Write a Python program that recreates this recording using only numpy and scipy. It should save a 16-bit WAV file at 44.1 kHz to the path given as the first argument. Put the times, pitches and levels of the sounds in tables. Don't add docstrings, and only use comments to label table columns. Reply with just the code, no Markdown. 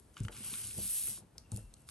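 import sys
import numpy as np
from scipy import signal
from scipy.fft import rfft, irfft
from scipy.io import wavfile
from scipy.ndimage import uniform_filter1d

SR = 44100
rng = np.random.default_rng(int(sys.argv[2]) if len(sys.argv) > 2 else 0)


def to_linear_factor(level_db):
    exponent = np.asarray(level_db, float) / 20
    return 10 ** exponent


def transcribe(u):
    v = np.clip(np.atleast_2d(u).T, -1, 1)
    q = np.round(v * 32767).astype(np.int16)
    wavfile.write(sys.argv[1], SR, q)


N = 83790

# pitch_hz, level_db, t60_s
DESK_MODES = [(43.5, -3.5, 0.81), (106.6, 2.5, 0.22), (125, -0.5, 0.091), (199.3, -0.5, 0.14),
              (232.8, -27.5, 0.46), (335.3, -15.5, 0.11), (517, -34.5, 0.26), (868, -3, 0.047)]
# pitch_hz, likeness (0-1)
LIKENESS = [(40, .995), (150, .98), (300, .92), (600, .72), (2000, .85), (6000, .82), (8000, .96),
            (8600, .993), (16000, .993)]
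RATTLE_LOW_HZ, RATTLE_HIGH_HZ = 254, 636


def read(points, hz):
    f, value = np.transpose(points)
    return np.interp(np.log(hz + 1), np.log(f + 1), value)


def evened(x):
    return x / np.sqrt(np.mean(x ** 2) + 1e-20)


def colour(x, points):
    return irfft(rfft(x) * to_linear_factor(read(points, np.fft.rfftfreq(N, 1 / SR))), N)


def butter(x, order, hz, kind):
    return signal.sosfilt(signal.butter(order, hz, kind, fs=SR, output="sos"), x)


def resonate(x, hz, width_hz):
    return signal.lfilter(*signal.iirpeak(hz, hz / width_hz, SR), x)


def resonate_twice(x, hz, width_hz):
    return resonate(resonate(x, hz, width_hz), hz, width_hz)


def slow(span_s):
    n = int(span_s * SR)
    return evened(uniform_filter1d(uniform_filter1d(rng.standard_normal(N), n), n))


def add(mix, start_s, sound):
    part = mix[round(start_s * SR):][:len(sound)]
    part += sound[:len(part)]


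def fibres():
    fibres_per_s, spread_db = 13000, 0.5
    snaps = rng.standard_normal(N) * (rng.random(N) < fibres_per_s / SR)
    snaps = snaps * to_linear_factor(spread_db * np.minimum(rng.exponential(1, N), 5))
    return snaps * to_linear_factor(0.45 * slow(0.012) + 0.4 * slow(0.05))


def plastic_body(x):
    # pitch_hz, width_hz, level_db
    sheet_modes = [(1166, 100, -9), (1480, 220, -2), (2340, 490, -9.5), (2830, 850, -5), (3400, 53, -24),
                   (4940, 270, -13)]
    return sum(to_linear_factor(db) * resonate(x, hz, width) for hz, width, db in sheet_modes)


def desk_rumble():
    shake = rng.standard_normal(N) * to_linear_factor(5.4 * np.clip(slow(0.0092), -2, 2))
    rumble = sum(to_linear_factor(db) * evened(resonate(shake, hz, 3.276 / t60)) for hz, db, t60 in DESK_MODES)
    return evened(butter(rumble, 4, RATTLE_HIGH_HZ, "low"))


def drag():
    # start_s, rasp_db (follows speed), plastic_body_db (against rasp), desk_rumble_db
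    pulls = [(0, -69.5, -55, -49), (.11, -75.5, -73, -138), (0.176, -64.5, 11.5, -84.5),
             (0.202, -59, -0.5, -40.5), (0.213, -72, 8, -55), (0.252, -59, -9, -59),
             (0.3, -70.5, -59, -49.5), (0.322, -54, -4, -51.5), (0.42, -47, -12, -56),
             (0.452, -43, -14.5, -55), (0.622, -42, -17.5, -59), (0.739, -46.5, -26.5, -60.5),
             (0.8, -40.5, -25, -48), (.93, -36.5, -37, -87), (1.102, -39, -47, -51.5),
             (1.169, -46.5, -37, -58.5), (1.205, -60, -32.5, -62), (1.249, -91, -23, -60)]
    # start_s, rasp_db, creak_db
    settling = [
        (1.39, -68, -100),
        (1.44, -80, -77),
        (1.5, -81, -77.5),
        (1.525, -59, -74),
        (1.591, -57, -78),
        (1.64, -68, -73.5),
        (1.72, -76, -91),
        (1.8, -70, -86),
        (1.86, -74, -83),
        (1.9, -52, -81),
    ]
    # pitch_hz, level_db
    rasp_colour = [(900, -21), (2000, -13), (3000, -5.5), (5000, -2.5), (8000, 1), (11000, 4.5),
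                   (12300, -11), (15000, -3)]
    t = np.arange(N) / SR
    pull_s, rasp_db, body_db, desk_db = np.transpose(pulls)
    late_s, late_db, creak_db = np.transpose(settling)
    snaps = fibres()

    speed_db = np.interp(t, pull_s, rasp_db, right=-140)
    level = to_linear_factor(speed_db) + to_linear_factor(np.interp(t, late_s, late_db, left=-140))
    rasp = evened(colour(snaps, rasp_colour))
    plastic = to_linear_factor(np.interp(t, pull_s, body_db)) * evened(plastic_body(snaps))

    sheen = evened(signal.lfilter(*signal.butter(2, 10740, "high", fs=SR), snaps))
    sheen *= to_linear_factor(-2.5 + 1.5 * (speed_db + 42))

    creak = evened(resonate_twice(snaps, 2700, 200))
    creak *= to_linear_factor(np.interp(t, late_s, creak_db, left=-140))
    rumble = to_linear_factor(np.interp(t, pull_s, desk_db, right=-140)) * desk_rumble()
    return level * (rasp + plastic + sheen) + creak + rumble


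def ticks():
    # start_s, snap_db, snap_hz, ring_db, t60_s
    plastic_ticks = [(.142, -54, 6560, -58, 0.036), (0.1679, -45, 1980, -32.5, 0.057),
                     (.179, -36, 6960, -57, 0.018), (.189, -46, 8800, -73, 0.014),
                     (.196, -50, 7000, -66, 0.017), (0.203, -35, 7500, -65, 0.0082),
                     (.234, -37.5, 7800, -65, 0.072), (.241, -46, 7000, -68, .015),
                     (0.2494, -40, 6700, -36.5, 0.061), (0.2829, -37, 1450, -33, 0.02),
                     (.2832, -38, 2970, -58, 0.044), (.2835, -41, 9000, -80, .02),
                     (.325, -43.5, 3000, -48, 0.03), (.3255, -49, 5460, -77, .02),
                     (.338, -56, 9000, -53, .02), (0.366, -35, 6000, -45, 0.044),
                     (.438, -44.5, 3200, -45, 0.018), (0.5382, -33, 2460, -38, 0.039),
                     (.5386, -31, 8450, -67, 0.022), (.617, -29, 9500, -65, 0.023),
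                     (0.672, -28, 9200, -66, 0.027), (0.709, -40, 2400, -55, 0.027),
                     (.817, -61, 1210, -64, .02), (1.071, -21, 10800, -46, 0.027),
                     (1.0765, -55, 10000, -41, 0.018), (1.176, -53, 990, -58, 0.035),
                     (1.205, -55.5, 930, -75, 0.055), (1.225, -53.5, 686, -66, .06),
                     (1.36, -57.5, 860, -63, 0.041), (1.521, -49.5, 890, -60, 0.083),
                     (1.59, -55, 1570, -62, 0.2), (1.767, -54.5, 4770, -55, 0.015),
                     (1.888, -46.5, 1160, -70, 0.044), (1.894, -58, 7060, -50, .03)]
    # start_s, snap_db, snap_hz, ring_db, t60_s
    pencil_taps = [(1.381, -29, 5860, -42.5, 0.023), (1.518, -30.5, 8230, -40, 0.025),
                   (1.5437, -42, 8900, -48, 0.039), (1.548, -53, 7600, -56, 0.028),
                   (1.5622, -30, 10700, -40.5, 0.05), (1.5622, -51, 4900, -42, 0.018),
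                   (1.5722, -27.5, 9300, -34, 0.01), (1.712, -72, 4870, -70, .015),
                   (1.739, -37.5, 7900, -53, 0.016), (1.739, -66.5, 4400, -48, 0.03),
                   (1.785, -61, 8600, -68, .02), (1.804, -73, 8500, -59, .02), (1.818, -72, 8400, -56, .02),
                   (1.871, -55.5, 6000, -63, 0.014), (1.889, -37, 4450, -47, 0.065),
                   (1.8885, -36.5, 9900, -83, 0.033)]
    # pitch_hz, width_hz, level_db
    corner_modes = [(1207, 290, -0.5), (1376, 158, -2), (1632, 53, -10.5), (2224, 125, -7), (3000, 280, 1),
                    (3510, 220, -7.5), (4600, 250, -8.5), (6270, 450, -8.5)]
    # pitch_hz, width_hz, level_db
    pencil_modes = [(3420, 180, -5), (4400, 320, -4), (4900, 200, -6), (5200, 660, -3), (6160, 400, -1.5),
                    (7630, 400, -1.5), (8300, 630, 5), (9050, 710, -1.5), (10660, 270, 1)]
    rise_s, crack_t60_s, strike_t60_s = 0.0002, 0.007, 0.0069
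    out, t = np.zeros(N), np.arange(3000) / SR

    for hits, modes, near_db in ((plastic_ticks, corner_modes, 3), (pencil_taps, pencil_modes, 20)):
        for start_s, snap_db, hz, ring_db, t60 in hits:
            fade = to_linear_factor(-60 * t / t60) + 5.2 * to_linear_factor(-60 * t / crack_t60_s)
            crack = rng.standard_normal(len(t)) * np.minimum(t / rise_s, 1) * fade
            edge = (hz / 9000) ** 2 * np.diff(crack, prepend=0)
            snap = resonate_twice(crack, hz, 0.55 * hz) + to_linear_factor(-7) * edge

            strike = crack * to_linear_factor(-60 * t / strike_t60_s)
            ring = np.zeros(len(t))
            for f, width, db in modes:
                mode = evened(resonate(resonate(strike, f, 2 * width), f, width))
                ring += to_linear_factor(db - near_db * abs(np.log2(f / hz))) * mode
            hit = to_linear_factor(snap_db) * snap / abs(snap).max() + to_linear_factor(ring_db) * ring / abs(ring).max()
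            add(out, start_s, hit)
    return out


def knocks():
    # start_s, level_db, contact_s, ring_length (factor)
    hand_knocks = [(0.205, -22.5, 0.0044, 0.16), (0.211, -26, 0.0067, 0.71), (0.233, -38.5, 0.0038, 1.3),
                   (0.249, -26, 0.005, 0.2), (0.293, -53, 0.0005, 1.1), (0.64, -41.5, 0.0063, 1.66),
                   (0.669, -49, 0.0062, 0.71), (0.782, -33.5, 0.0025, 0.6), (0.788, -36.5, 0.0015, 0.14),
                   (.805, -38.5, 0.0063, 1.03), (0.821, -38, 0.0037, 0.66), (.843, -43, 0.0023, 1.14),
                   (1.047, -42.5, 0.0073, 0.11), (1.174, -51, 0.00074, 0.33), (1.22, -60, 0.00092, 1.3),
                   (1.355, -55.5, 0.00084, 0.37), (1.5196, -31.5, 0.0021, 2.3),
                   (1.527, -30.5, 0.0024, 1.07), (1.536, -30, 0.0048, 1.02), (1.552, -33.5, 0.0043, 1.4),
                   (1.578, -42, 0.0014, 0.29), (1.636, -35, 0.0188, 0.28)]
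    hard_s, hard_db_per_octave_ms = 0.0054, 3
    rattle_db, rattle_t60_s = -9.5, 0.17
    out, t = np.zeros(N), np.arange(SR // 2) / SR
    for start_s, db, contact_s, ring in hand_knocks:
        push = np.sin(np.pi * np.arange(0, contact_s, 1 / SR) / contact_s) ** 2
        tilt_db = hard_db_per_octave_ms * max(hard_s - contact_s, 0) * 1000
        modes = np.zeros(len(t))
        for hz, mode_db, t60 in DESK_MODES:
            octaves = min(np.log2(hz / DESK_MODES[1][0]), 2)
            fade = to_linear_factor(mode_db + tilt_db * octaves - 60 * t / (t60 * ring))
            modes += fade * np.sin(2 * np.pi * hz * t)
        thud = np.convolve(modes * np.cos(np.pi * t) ** 2, push)

        rattle = rng.standard_normal(len(t)) * to_linear_factor(rattle_db - 60 * t / rattle_t60_s)
        rattle = butter(rattle, 4, [RATTLE_LOW_HZ, RATTLE_HIGH_HZ], "band")
        rattle *= (0.0025 / contact_s) ** 2
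        add(out, start_s, to_linear_factor(db) * (thud[:len(t)] / abs(thud).max() + rattle))
    return out


def partner(first, second, likeness):
    return irfft(likeness * first + np.sqrt(1 - likeness ** 2) * second, N)


def spread(x):
    echo_db, echo_t60_s = -11.5, 0.27
    t = np.arange(4096) / SR
    near = rfft(rng.standard_normal((2, len(t))) * to_linear_factor(-60 * t / 0.01), N)
    far = rng.standard_normal((2, len(t))) * to_linear_factor(-60 * t / echo_t60_s) * (t > 0.003)

    likeness = read(LIKENESS, np.fft.rfftfreq(N, 1 / SR))
    shift = 2 * np.pi * 6 * np.arange(N) / SR
    first, second = irfft(rfft(x) * near / abs(near), N)
    reflected = np.cos(shift) * first + np.sin(shift) * second
    right = partner(rfft(x), rfft(reflected), likeness)

    middle = butter(x, 4, [500, 7000], "band")
    echo = signal.fftconvolve(middle[None], far / np.linalg.norm(far[0]), axes=1)[:, :N]
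    return np.array([x, right]) + to_linear_factor(echo_db) * echo


def air():
    # pitch_hz, level_db
    room_colour = [(20, -20.5), (45, 2.5), (180, -4), (350, -12), (900, -18.5), (2000, -26), (5000, -30.5),
                   (16000, -32)]
    left, other = rng.standard_normal((2, N))
    likeness = read(LIKENESS, np.fft.rfftfreq(N, 1 / SR)) ** 3
    pair = np.array([left, partner(rfft(left), rfft(other), likeness)])
    return to_linear_factor(-61 + 0.7 * slow(0.039)) * evened(colour(pair, room_colour))


def scene():
    return spread(drag() + ticks() + knocks()) + air()


def drop_weak_bands(x):
    # pitch_hz, floor_db (per Hz)
    band_floor = [(20, -150), (11300, -130), (12300, -124), (12700, -112), (13000, -101), (14200, -105),
                  (16000, -106)]
    pair_drop_db, pair_from_hz = -12, 1500
    top_hz, top_under_db, loud_db = 11600, -12, -86
    attack_db, attack_s = 9, 0.0015

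    both = [x[0] + x[1], x[0] - x[1]]
    hz, _, z = signal.stft(both, SR, "cosine", 2048, 1024, scaling="psd")
    band = np.minimum(np.arange(len(hz)) // 16, 63)
    power = (abs(z[:, :-1]) ** 2).reshape(2, 64, 16, -1).mean(axis=2)[:, band] / 2
    above_floor = power > to_linear_factor(2 * read(band_floor, hz[band * 16 + 8]))[:, None]
    beside_partner = power > to_linear_factor(2 * pair_drop_db) * power[::-1]
    keep = above_floor & (beside_partner | (hz < pair_from_hz)[:, None])

    treble = power[:, (hz > 8000) & (hz < 11000)].mean(axis=(0, 1))
    top_stays = (power.max(axis=0) > to_linear_factor(2 * top_under_db) * treble) | (treble > to_linear_factor(2 * loud_db))
    keep &= top_stays | ((hz < top_hz) | (hz > 14000))[:, None]
    mid, side = signal.istft(z * keep, SR, "cosine", 2048, 1024, scaling="psd")[1][:, :N]
    kept = np.array([mid + side, mid - side]) / 2

    edge = np.diff(x[0], 2, prepend=[0, 0]) ** 2
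    before = np.roll(uniform_filter1d(edge, 600, origin=299), 40)
    attack = uniform_filter1d(edge, 40) > np.maximum(to_linear_factor(2 * attack_db) * before, edge.mean())
    gate = np.minimum(np.convolve(attack, np.hanning(round(attack_s * SR)), "same") / 10, 1)
    return kept + gate * (x - kept)


def top_cut(x):
    return signal.sosfilt(signal.butter(12, 15910, fs=SR, output="sos"), x)


def record(dry):
    # pitch_hz, level_db
    port = [(20, 0.5), (7000, -3.5), (8500, -0.5), (10500, 6), (11200, 2.5), (12000, -7), (13200, -20.5),
            (16000, -27)]
    # pitch_hz, phase_rad
    lead = [(20, 0), (1800, 0), (2800, .8), (7800, .5), (8550, 0), (10250, -3.14), (12100, -6.28),
            (13600, -9.42), (15300, -12.56)]
    # pitch_hz, level_db
    lean = [(40, 1.1), (700, 2.2), (5500, 3.3), (7800, .8), (8400, 0)]
    hz = np.fft.rfftfreq(N, 1 / SR)
    side = np.array([[0.5], [-0.5]])
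    phase = side * np.interp(hz, *np.transpose(lead))
    ports = to_linear_factor(read(port, hz) + side * read(lean, hz)) * np.exp(1j * phase)
    cut = butter(dry, 4, 47.7, "high")
    mix = drop_weak_bands(irfft(rfft(cut) * ports, N))
    return top_cut(mix)


dry = scene()
out = record(dry)
transcribe(out)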